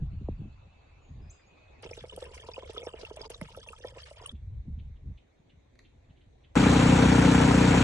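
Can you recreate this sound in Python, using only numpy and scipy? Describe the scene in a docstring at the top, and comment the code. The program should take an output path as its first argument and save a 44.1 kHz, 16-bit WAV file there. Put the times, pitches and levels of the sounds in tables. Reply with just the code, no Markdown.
"""Four winter scenes in hard cuts. First, wind buffets the microphone by a snowy road; birds chip.
At 1.8 s a brook gurgles under ice: bubbles ring air pockets and the hollow above the water.
At 4.3 s, gusts by a pond, with faint crunches and then snapping twigs. From 6.6 s a snowblower runs
close by at full speed: its one-cylinder four-stroke engine fires through a muffler, over clatter.
Throughout, the microphone delays bass behind treble."""
import sys
import numpy as np
from scipy import signal
from scipy.fft import rfft, irfft, next_fast_len
from scipy.io import wavfile
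from scipy.ndimage import uniform_filter1d

SR = 44100
rng = np.random.default_rng(int(sys.argv[2]) if len(sys.argv) > 2 else 0)


def log_audio(samples):
    """Write samples as a 16-bit WAV file to the path given in sys.argv[1]."""
    # one column per channel
    frames = np.atleast_2d(samples).T
    # limit to full scale, then quantise
    limited = np.clip(frames, -1, 1)
    pcm = np.round(limited * 32767).astype(np.int16)
    wavfile.write(sys.argv[1], SR, pcm)


N = 345303
BROOK_S, POND_S, ENGINE_S = 1.826, 4.33, 6.554  # cuts


def amp(db):
    return 10 ** (np.asarray(db) / 20)


def unit_rms(x):
    return x / np.sqrt(np.mean(x ** 2) + 1e-20)


def wander(count, size):
    return unit_rms(uniform_filter1d(rng.standard_normal(count), size=size))


def bell(t, width):
    return np.exp(-.5 * (t / width) ** 2)


def at_hz(points, hz):
    f, value = np.transpose(points)
    return np.interp(np.log(hz + 1), np.log(f + 1), value)


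def curve(rows):
    """Sample span of a time table and its value at each sample."""
    s, value = np.transpose(rows)
    at = np.arange(round(s[0] * SR), min(round(s[-1] * SR), N))
    return slice(at[0], at[-1] + 1), np.interp(at / SR, s, value)


def add(mix, s, sound, left_db=0):
    part = mix[:, round(s * SR):][:, :len(sound)]
    part += amp([[left_db / 2], [-left_db / 2]]) * sound[:part.shape[1]]


def filtered(x, response):
    size = next_fast_len(x.shape[-1] + 8192)
    return irfft(rfft(x, size) * response(np.fft.rfftfreq(size, 1 / SR)), size)[..., :x.shape[-1]]


def minimum_phase(spectrum):
    """Filter taps that ring only after the impulse."""
    half = at_hz(spectrum, np.fft.rfftfreq(16384, 1 / SR)) * np.log(10) / 20
    log_gain = np.concatenate([half, half[-2:0:-1]])
    return np.fft.ifft(np.exp(np.conj(signal.hilbert(log_gain)))).real[:8192]


def noise(count, spectrum, coherence, patchy_db, size=1024):
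    """Stereo noise of rms 1 with patches drifting in time and frequency."""
    hz = np.fft.rfftfreq(size, 1 / SR)
    a, b, c, d, patches = rng.standard_normal((count * 4 // size + 6, len(hz), 5)).T
    patches = unit_rms(uniform_filter1d(uniform_filter1d(patches, size=10, axis=0), size=8, axis=1))
    shared = np.clip(at_hz(coherence, hz), -1, 1)[:, None]
    left = a + 1j * b
    right = shared * left + np.sqrt(1 - shared ** 2) * (c + 1j * d)
    frames = np.array([left, right]) * amp(at_hz(spectrum, hz)[:, None] + patchy_db * patches)
    return unit_rms(signal.istft(frames, nperseg=size, noverlap=size * 3 // 4)[1][:, :count])


def reflections(dry, level_db, t60_s):
    """Dry sound plus scattered echoes off close banks and reeds."""
    t = np.arange(5000) / SR
    tail = rng.standard_normal((2, 5000)) * (rng.random((2, 5000)) < .05)
    tail *= amp(-60 * t / t60_s) * (t > .003)
    return dry + amp(level_db) * signal.oaconvolve(dry, tail / np.linalg.norm(tail[0]), axes=1)[:, :N]


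# Each row: multiple of the firing rate, gain in dB.
MUFFLER_ORDERS = [(1, -41), (2, -0.5), (3, -3.5), (4, 0), (5, 0.5), (6, 2), (7, -7.5), (8, 2), (9, 2.5),
                  (10, -3), (11, -20.5), (12, -18), (13, -25.5), (14, -19.5), (15, -8), (16, -17),
                  (17, -15.5), (19, -26.5), (21, -23), (27, -15.5), (28, -25), (29, -23.5), (32, -19)]
# Each row: frequency in Hz, gain in dB.
MUFFLER_RASP = [(1100, -31), (1600, -25), (3000, -100)]


def exhaust(blows, firing_hz):
    """Each blow rings the muffler."""
    muffler = [(6.6, -42.5)] + [(order * firing_hz, db) for order, db in MUFFLER_ORDERS] + MUFFLER_RASP
    return unit_rms(signal.oaconvolve(blows, minimum_phase(muffler))[:len(blows)])


# Each row: time in seconds, firings per second, exhaust level in dB.
ENGINE_RUN = [(6.557, 30.62, -19), (7.366, 30.68, -19.5), (7.541, 30.38, -20), (7.83, 30.46, -19.5)]
# Fan, valves and sheet metal; valve gear alone. 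Each row: frequency in Hz, density in dB.
CLATTER_SPECTRUM = [(24, -25), (40, -21), (110, -12), (199, 3), (261, -11), (360, -11.5), (485, -6),
                    (582, -17), (780, -15.5), (950, -11.5), (1060, -17), (1450, -15.5), (2100, -21),
                    (2240, -18.5), (3890, -26), (4890, -32), (7060, -30), (8280, -35.5), (9500, -31.5),
                    (12400, -109)]
RATTLE_SPECTRUM = [(700, -30), (1100, 0), (2400, -4), (5000, -16)]
# Each row: share of the four-stroke cycle since firing, clatter gain in dB.
STROKE_GAIN = [(0, -2.5), (.08, -2), (.16, 4), (.22, 0.5), (.3, 2.5), (.45, 2), (.7, 0), (.85, 1.5)]
# Each row: frequency in Hz, left-right coherence (clipped to +-1 in use).
ENGINE_COHERENCE = [(150, 3), (300, 0.6), (500, 0.5), (1200, 0.5), (1900, 0.93), (2300, 0.5), (2900, -0.27),
                    (4500, 0.46), (5000, -0.76), (5700, 1), (7200, 5.5), (8400, 0.5), (8800, -1.5)]


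def engine():
    """Uneven firings drive exhaust and valve rattle; clatter swells with the strokes; the impeller hums."""
    start = round((ENGINE_S - .2) * SR)  # already running at the cut
    t = np.arange(start, N) / SR
    s, *columns = np.transpose(ENGINE_RUN)
    firing_hz, exhaust_db = (np.interp(t, s, column) for column in columns)
    count, firing_at_s, impeller_hz = len(t), 6.562, 131
    cycles = np.cumsum(firing_hz) / SR - (firing_at_s - t[0]) * firing_hz[0]
    firings = np.flatnonzero(np.diff(np.floor(cycles)))
    strength, jitter = rng.standard_normal((len(firings), 2)).T
    firings += np.round(.00008 * SR * jitter).astype(int)
    blows = np.zeros(count)
    blows[np.clip(firings, 0, count - 1)] = amp(.6 * strength)
    swell = amp(np.interp(cycles, *np.transpose(STROKE_GAIN), period=1))
    clatter = unit_rms(swell * noise(count, CLATTER_SPECTRUM, ENGINE_COHERENCE, 1.55, size=512))
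    speed = firing_hz / firing_hz.mean() + .0091 * wander(count, 6000)
    hum = np.sin(2 * np.pi * impeller_hz * np.cumsum(speed) / SR)
    valve_burst = noise(1440, RATTLE_SPECTRUM, ENGINE_COHERENCE, 3, size=256)
    rattle = unit_rms(signal.oaconvolve(blows[None], valve_burst, axes=1)[:, :count])
    machinery = amp(-23.5) * clatter + amp(-34.5) * hum + amp(-39) * rattle
    out = np.zeros((2, N))
    out[:, start:] = two_ports(amp(exhaust_db) * exhaust(blows, firing_hz.mean()) + machinery)
    return out


# Each row: frequency in Hz, left over right in dB.
LEFT_GAIN = [(60, 0), (140, 0), (320, 3), (740, 7), (1700, 1), (3920, 1), (9050, 0)]
# Each row: frequency in Hz, left phase lead in radians.
LEFT_LEAD = [(60, 0), (250, 0.14), (690, 1.0), (950, 0.49), (2000, 0)]


def two_ports(x):
    """The engine reaches the left microphone port louder and earlier."""
    sides = np.array([[.5], [-.5]])
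    return filtered(x, lambda f: amp(at_hz(LEFT_GAIN, f) * sides) * np.exp(1j * at_hz(LEFT_LEAD, f) * sides))


def bubble(hz, t60_s, fuzz, rise_s):
    """A ringing air pocket; fuzz shivers its pitch, as when several burst together."""
    t = np.arange(1500) / SR
    shiver = 1 + fuzz * wander(len(t), 60)
    envelope = np.minimum(t / rise_s, 1) ** 2 * amp(-60 * t / t60_s)
    return envelope * np.sin(2 * np.pi * hz * np.cumsum(shiver) / SR)


# Each row: start in seconds, level in dB, pitch in Hz.
BIG_BUBBLES = [(1.83, -33.5, 494), (1.862, -31, 458), (1.909, -28, 485), (1.973, -31, 456),
               (2.038, -27, 493), (2.175, -25.5, 508), (2.22, -31, 500), (2.486, -27, 488),
               (2.578, -24.5, 520), (2.629, -32.5, 440), (2.694, -26.5, 458), (2.771, -27.5, 463),
               (2.829, -28.5, 499), (2.867, -21.5, 483), (2.937, -26.5, 448), (3.03, -28, 454),
               (3.108, -28, 430), (3.169, -33.5, 626), (3.206, -31, 445), (3.301, -28.5, 478),
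               (3.412, -22, 165), (3.572, -29, 532), (3.845, -22.5, 502), (3.969, -31.5, 513),
               (4.111, -35.5, 587), (4.222, -41, 686)]
SMALL_BUBBLES = [(1.913, -33, 5260), (1.9328, -30.5, 2400), (2.0982, -31, 2970), (2.486, -35.5, 970),
                 (2.537, -31, 4930), (2.542, -33, 2560), (2.562, -31, 2870), (2.567, -38.5, 1040),
                 (2.764, -34, 1250), (2.7813, -20.5, 3300), (2.9365, -34, 2810), (3.0508, -28.5, 2740),
                 (3.217, -25.5, 4830), (3.346, -28, 3780), (3.413, -31.5, 2090), (3.688, -28, 2770),
                 (3.731, -35, 1278), (3.839, -36.5, 1810), (4.04, -34, 4700), (4.256, -40, 1100),
                 (4.2607, -26, 3000), (4.2944, -25.5, 3350), (1.9396, -36, 6140), (2.865, -35, 5550),
                 (3.2621, -35, 4840), (3.5669, -32, 10500), (3.6008, -44, 6340), (3.638, -44, 5400),
                 (3.6856, -37, 9350), (3.704, -39, 8200), (3.8846, -36, 5170), (4.274, -31.5, 9610),
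                 (2.624, -40, 1020), (3.243, -41, 1070), (3.548, -40, 1300)]
# Each row: frequency in Hz, gain in dB, t60 in seconds.
HOLLOW_MODES = [(626.5, -10.5, 0.049), (877, -22.5, 0.062), (1310, -25, 0.051)]


def glugs_and_drips():
    """Big bubbles ring with the hollow under the ice; small ones and drips ring alone."""
    out = np.zeros((2, N))
    for s, db, hz in BIG_BUBBLES:
        glug = bubble(hz, .021, fuzz=.016, rise_s=.0021)
        ring = amp(-8.5) * bubble(hz, .054, fuzz=.01, rise_s=.0043)
        hollow = sum(amp(gain) * bubble(f, t60, fuzz=.032, rise_s=.0022) for f, gain, t60 in HOLLOW_MODES)
        add(out, s, amp(db) * (glug + ring + hollow), left_db=-1.5)
    for s, db, hz in SMALL_BUBBLES:
        add(out, s, amp(db) * bubble(hz, 36 / hz + .0068, fuzz=.032, rise_s=.0017), left_db=-1.5)
    return out


# Each row: peak time in seconds, level in dB.
SPLASH_HITS = [(1.828, -54), (2.166, -43.5), (2.244, -49.5), (2.736, -49), (3.1664, -46), (3.3044, -38.5),
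               (3.416, -43), (3.726, -48.5), (4.2654, -45)]
# Each row: frequency in Hz, density in dB.
SPLASH_SPECTRUM = [(1760, -47), (3000, -6), (3840, -10), (7430, -4.5), (7870, 0), (9500, 0.5), (12400, -15)]


def splashes():
    """Water splashes in short, bright bursts of noise."""
    out, t = np.zeros((2, N)), np.arange(4000) / SR
    rise_s, t60_s, coherence = .003, .016, [(3000, .13), (9000, -.13)]
    envelope = np.minimum(t / rise_s, 1) ** 2 * amp(10 - 60 * t / t60_s)
    for s, db in SPLASH_HITS:
        at = round((s - rise_s) * SR)
        out[:, at:at + len(t)] += amp(db) * envelope * noise(len(t), SPLASH_SPECTRUM, coherence, 5.9, 256)
    return out


# Each row: pitch in Hz, gain in dB.
AIR_POCKETS = [(470, -2), (640, -10.5), (950, -6), (1300, -11.5), (1700, -9.5), (2250, -4.5), (2900, -1),
               (3350, 2), (4800, -7.5), (5700, -9), (7500, -11), (9300, -10.5)]


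def trickle(per_s=450, pitch_spread=.16):
    """Small bubbles ring the air pockets under the ice at random."""
    out, length_s = np.zeros((2, N)), POND_S - BROOK_S
    for when, pick, size, pan, stray in rng.random((round(per_s * length_s), 5)):
        hz, db = AIR_POCKETS[int(pick * len(AIR_POCKETS))]
        level_db = db - 3.15 * np.log(size + .02)
        ring = bubble(hz * (1 + pitch_spread * (stray - .5)), 24 / hz + .011, fuzz=.03, rise_s=.0017)
        add(out, BROOK_S + when * length_s, amp(level_db) * ring, left_db=8 * pan - 5)
    return out


# Each row: low and high edge in Hz, bursts per second, t60 in seconds, level in dB.
SPATTER_BANDS = [(1000, 3160, 90, 0.037, -64), (3520, 5730, 52, 0.024, -64.5),
                 (5930, 9250, 28, 0.049, -70.5)]


def spatter(count):
    """Fine spatter: each noise band flares in its own random bursts."""
    out, t = np.zeros((2, count)), np.arange(6000) / SR
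    for low_hz, high_hz, per_s, t60_s, db in SPATTER_BANDS:
        bursts = amp(2.44 * np.minimum(rng.exponential(1, count), 4)) * (rng.random(count) < per_s / SR)
        envelope = signal.oaconvolve(bursts, np.minimum(t / .014, 1) ** 2 * amp(-60 * t / t60_s))[:count]
        band = [(low_hz * .16, -40), (low_hz, 0), (high_hz, 0), (high_hz * 2.2, -40)]
        out += amp(db) * unit_rms(envelope * noise(count, band, AIR_COHERENCE, 3.6, size=256))
    return out


# Each row: time in seconds, gain of trickle and spatter in dB.
FLOW_GAIN = [(1.82, -1), (2.3, -2), (3.5, 0), (3.9, -0.5), (4.33, -1)]


def brook():
    """Glugs, drips and splashes over trickle and spatter that surge with the flow."""
    t, span = np.arange(N) / SR, slice(round(BROOK_S * SR), round(POND_S * SR))
    water = glugs_and_drips() + splashes()
    bubbles = trickle()
    surge = amp(3 * wander(N, 2500) + np.interp(t, *np.transpose(FLOW_GAIN)))
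    bubbles *= surge
    water += amp(-53) * bubbles / np.std(bubbles[:, span])
    out = reflections(water, level_db=-12, t60_s=.05)
    out[0] = np.roll(out[0], 6)  # water on the right reaches the left port later
    out[:, span] += spatter(span.stop - span.start) * unit_rms(surge)[span]
    return out * np.clip((POND_S - t) / .01, 0, 1)


# Each row: time in seconds, level in dB.
WIND_LEVEL = [(0, -30), (.44, -44), (.6, -48.5), (.77, -58.5), (1.07, -52), (1.13, -41), (1.26, -44.5),
              (1.35, -64.5), (1.6, -60.5), (1.8, -52.5), (4.3, -52.5), (4.4, -40.5), (4.58, -32),
              (4.65, -58), (4.7, -35.5), (4.89, -40.5), (4.97, -49), (5.09, -35), (5.2, -69.5), (5.9, -58),
              (6.55, -55.5)]
# Each row: frequency in Hz, density in dB.
RUMBLE_SPECTRUM = [(12, -27), (20, 6), (45, 7), (64, 10), (135, -3), (162, -28), (200, -18), (260, -77)]
BUFFET_SPECTRUM = [(60, 2), (130, 21.5), (250, -18), (400, -11), (700, -48), (2000, -68)]
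# Each row: peak time in seconds, level in dB, pulse width in seconds.
KNOCK_PULSES = [(.03, -28, 0.00095), (0.211, -25, 0.00096), (0.287, -17.5, 0.00039), (.415, -27, 0.00088),
                (0.454, -30, 0.00082), (1.113, -34, 0.0013), (1.176, -38, 0.0011), (1.217, -32, 0.0013),
                (3.415, -27, 0.00013), (4.328, -30, 0.0013), (4.679, -23, 0.0012), (4.771, -29.5, 0.0014),
                (5.082, -27.5, 0.0014)]


def wind_and_knocks():
    """Wind rumble and buffets with soft knocks, plus one sharp knock at the brook."""
    out, pulse_t = np.zeros((2, N)), np.arange(2000) / SR
    span, level_db = curve(WIND_LEVEL)
    t = np.arange(N)[span] / SR
    buffet = amp(level_db - 17.5) + amp(-68)  # floor in a calm
    for s, db, width_s in KNOCK_PULSES:
        add(out, s - .015, amp(db) * bell(pulse_t - .015, width_s))
        flare = amp(db - 11.5) * min(width_s / .00049, 1)  # sharp knocks flare less
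        buffet += flare * bell(t - s - .014, .024)
    coherence = [(30, 1), (300, .95)]
    out[:, span] += amp(level_db) * noise(len(t), RUMBLE_SPECTRUM, coherence, .17, size=2048)
    out[:, span] += buffet * noise(len(t), BUFFET_SPECTRUM, coherence, 5.7, size=512)
    return out


# Each row: start in seconds, level in dB.
TWIG_SNAPS = [(5.756, -59), (5.7917, -45), (5.808, -60)]
# Each row: frequency in Hz, gain in dB.
TWIG_SPECTRUM = [(500, -30), (1200, -11), (2000, 3), (3000, -22), (4300, -3), (5300, -25), (6400, -9),
                 (8000, -29)]


def twigs(rise_s=.0013, t60_s=.017):
    """Twigs break with a brief resonant crack."""
    out, t = np.zeros((2, N)), np.arange(4000) / SR
    for s, db in TWIG_SNAPS:
        crack = unit_rms(filtered(rng.standard_normal(len(t)), lambda f: amp(at_hz(TWIG_SPECTRUM, f))))
        add(out, s, np.minimum(t / rise_s, 1) * amp(db - 60 * t / t60_s) * crack)
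    return out


# Each row: start in seconds, level in dB, start and end pitch in Hz, length in seconds.
BIRD_CHIPS = [(1, -76.5, 6900, 6500, 0.14), (1.298, -53.5, 5700, 8060, 0.024),
              (1.463, -71, 6340, 7300, 0.031)]


def birds():
    """Each chip is a short, high glide."""
    out = np.zeros((2, N))
    for s, db, start_hz, end_hz, length_s in BIRD_CHIPS:
        hz = np.linspace(start_hz, end_hz, round(length_s * SR))
        add(out, s, amp(db) * np.sin(2 * np.pi * np.cumsum(hz) / SR) * signal.windows.tukey(len(hz), .5))
    return out


# Each row: time in seconds, level in dB.
POND_CRUNCHES = [(4.351, -69.5), (4.792, -65), (4.961, -75), (5.177, -65.5), (5.497, -66), (5.8504, -65),
                 (6.1, -71.5), (6.1697, -73), (6.212, -69), (6.442, -65)]
# One row: time in seconds, level in dB, band centre in Hz.
ROAD_RUSTLE = (1.397, -67, 1650)


def crunches(crunch_hz=3060, width_hz=1020):
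    """Faint puffs of band noise: crunches across the pond, one rustle by the road."""
    out, t = np.zeros((2, N)), np.arange(4000) / SR
    for s, db, hz in [(s, db, crunch_hz) for s, db in POND_CRUNCHES] + [ROAD_RUSTLE]:
        band = filtered(rng.standard_normal(len(t)), lambda f: np.exp(-((f - hz) / width_hz) ** 2))
        add(out, s - .008, amp(db) * bell(t - .016, .0071) * unit_rms(band), left_db=-2)
    return out


# Each row: start and length in seconds, start and end pitch in Hz, level in dB.
FAR_WHISTLES = [(.35, 0.7, 2610, 2613, -76), (1.235, 0.16, 2500, 2500, -72), (1.205, 0.27, 5000, 4900, -78),
                (1.375, .09, 2480, 2370, -70), (1.46, .37, 2500, 2560, -70)]


def whistles():
    """Thin, far tones that waver in pitch and level."""
    out = np.zeros((2, N))
    for s, length_s, start_hz, end_hz, db in FAR_WHISTLES:
        hz = np.linspace(start_hz, end_hz, round(length_s * SR))
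        wobble, flutter = (wander(SR, size)[:len(hz)] for size in (200, 900))
        tone = np.sin(2 * np.pi * np.cumsum(hz) / SR + .5 * wobble)
        add(out, s, amp(db + 2.5 * flutter) * tone * signal.windows.tukey(len(hz), .18))
    return out


# Each row: frequency in Hz, density in dB.
ROAD_HISS = [(150, -37), (250, 1), (845, -1.5), (1840, -12), (2530, -7), (3130, -16.5), (3590, -13),
             (4510, -16), (4940, -29), (6900, -22.5), (9500, -46), (12400, -92)]
BROOK_HISS = [(150, -63), (250, -51), (481, 15), (595, -1), (1330, -13), (1800, -18), (2900, -10),
              (3900, -23), (4790, -16), (9500, -19), (12400, -103)]
POND_HISS = [(150, -24), (250, 0), (595, -7.5), (1330, -21), (2240, -16.5), (3030, -27.5), (3700, -19.5),
             (4440, -27.5), (5010, -35.5), (6300, -28), (9500, -42.5), (12400, -77)]
# Each row: time in seconds, level in dB.
ROAD_LEVEL = [(0, -65.5), (1.4, -64), (1.826, -61.5)]
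BROOK_LEVEL = [(1.83, -60), (4.33, -64)]
POND_LEVEL = [(4.33, -69), (6.55, -67)]
# Each row: frequency in Hz, left-right coherence.
AIR_COHERENCE = [(60, 0.88), (250, 0), (600, 0), (2500, 0.11), (9000, 0.)]


def air():
    """The far hiss of each quiet place."""
    out = np.zeros((2, N))
    places = (ROAD_LEVEL, ROAD_HISS, 3), (BROOK_LEVEL, BROOK_HISS, 4.2), (POND_LEVEL, POND_HISS, 2.2)
    for levels, spectrum, patchy_db in places:
        span, level_db = curve(levels)
        out[:, span] += amp(level_db) * noise(len(level_db), spectrum, AIR_COHERENCE, patchy_db)
    return out


def microphone(x, lag_cycles=1.7, advance_s=.002, low_cut_hz=25):
    """Bass lags treble, so blows fall in pitch; the deepest bass is lost."""
    def response(f):
        turns = f * advance_s - lag_cycles * np.log(np.clip(f, 30, 3000) / 3000)
        return np.exp(2j * np.pi * turns) * f ** 2 / (f ** 2 + low_cut_hz ** 2)
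    return filtered(x, response)


def scene():
    """Road, brook and pond, then the cut to the snowblower."""
    quiet = wind_and_knocks() + air()
    quiet += reflections(whistles() + birds() + crunches(), level_db=-3, t60_s=.37)
    quiet += reflections(twigs(), level_db=-4, t60_s=.38)
    quiet += brook()
    quiet[:, round(3.281 * SR):round(3.299 * SR)] *= amp(-35)  # the level dips briefly
    cut = np.clip((np.arange(N) / SR - ENGINE_S) / .001, 0, 1)
    return (1 - cut) * microphone(quiet) + cut * microphone(engine())


def record(dry):
    """Steep low-pass at 11.8 kHz."""
    return signal.oaconvolve(dry, signal.firwin(511, 11800, window=("kaiser", 9), fs=SR)[None], "same")


dry = scene()
out = record(dry)
log_audio(out)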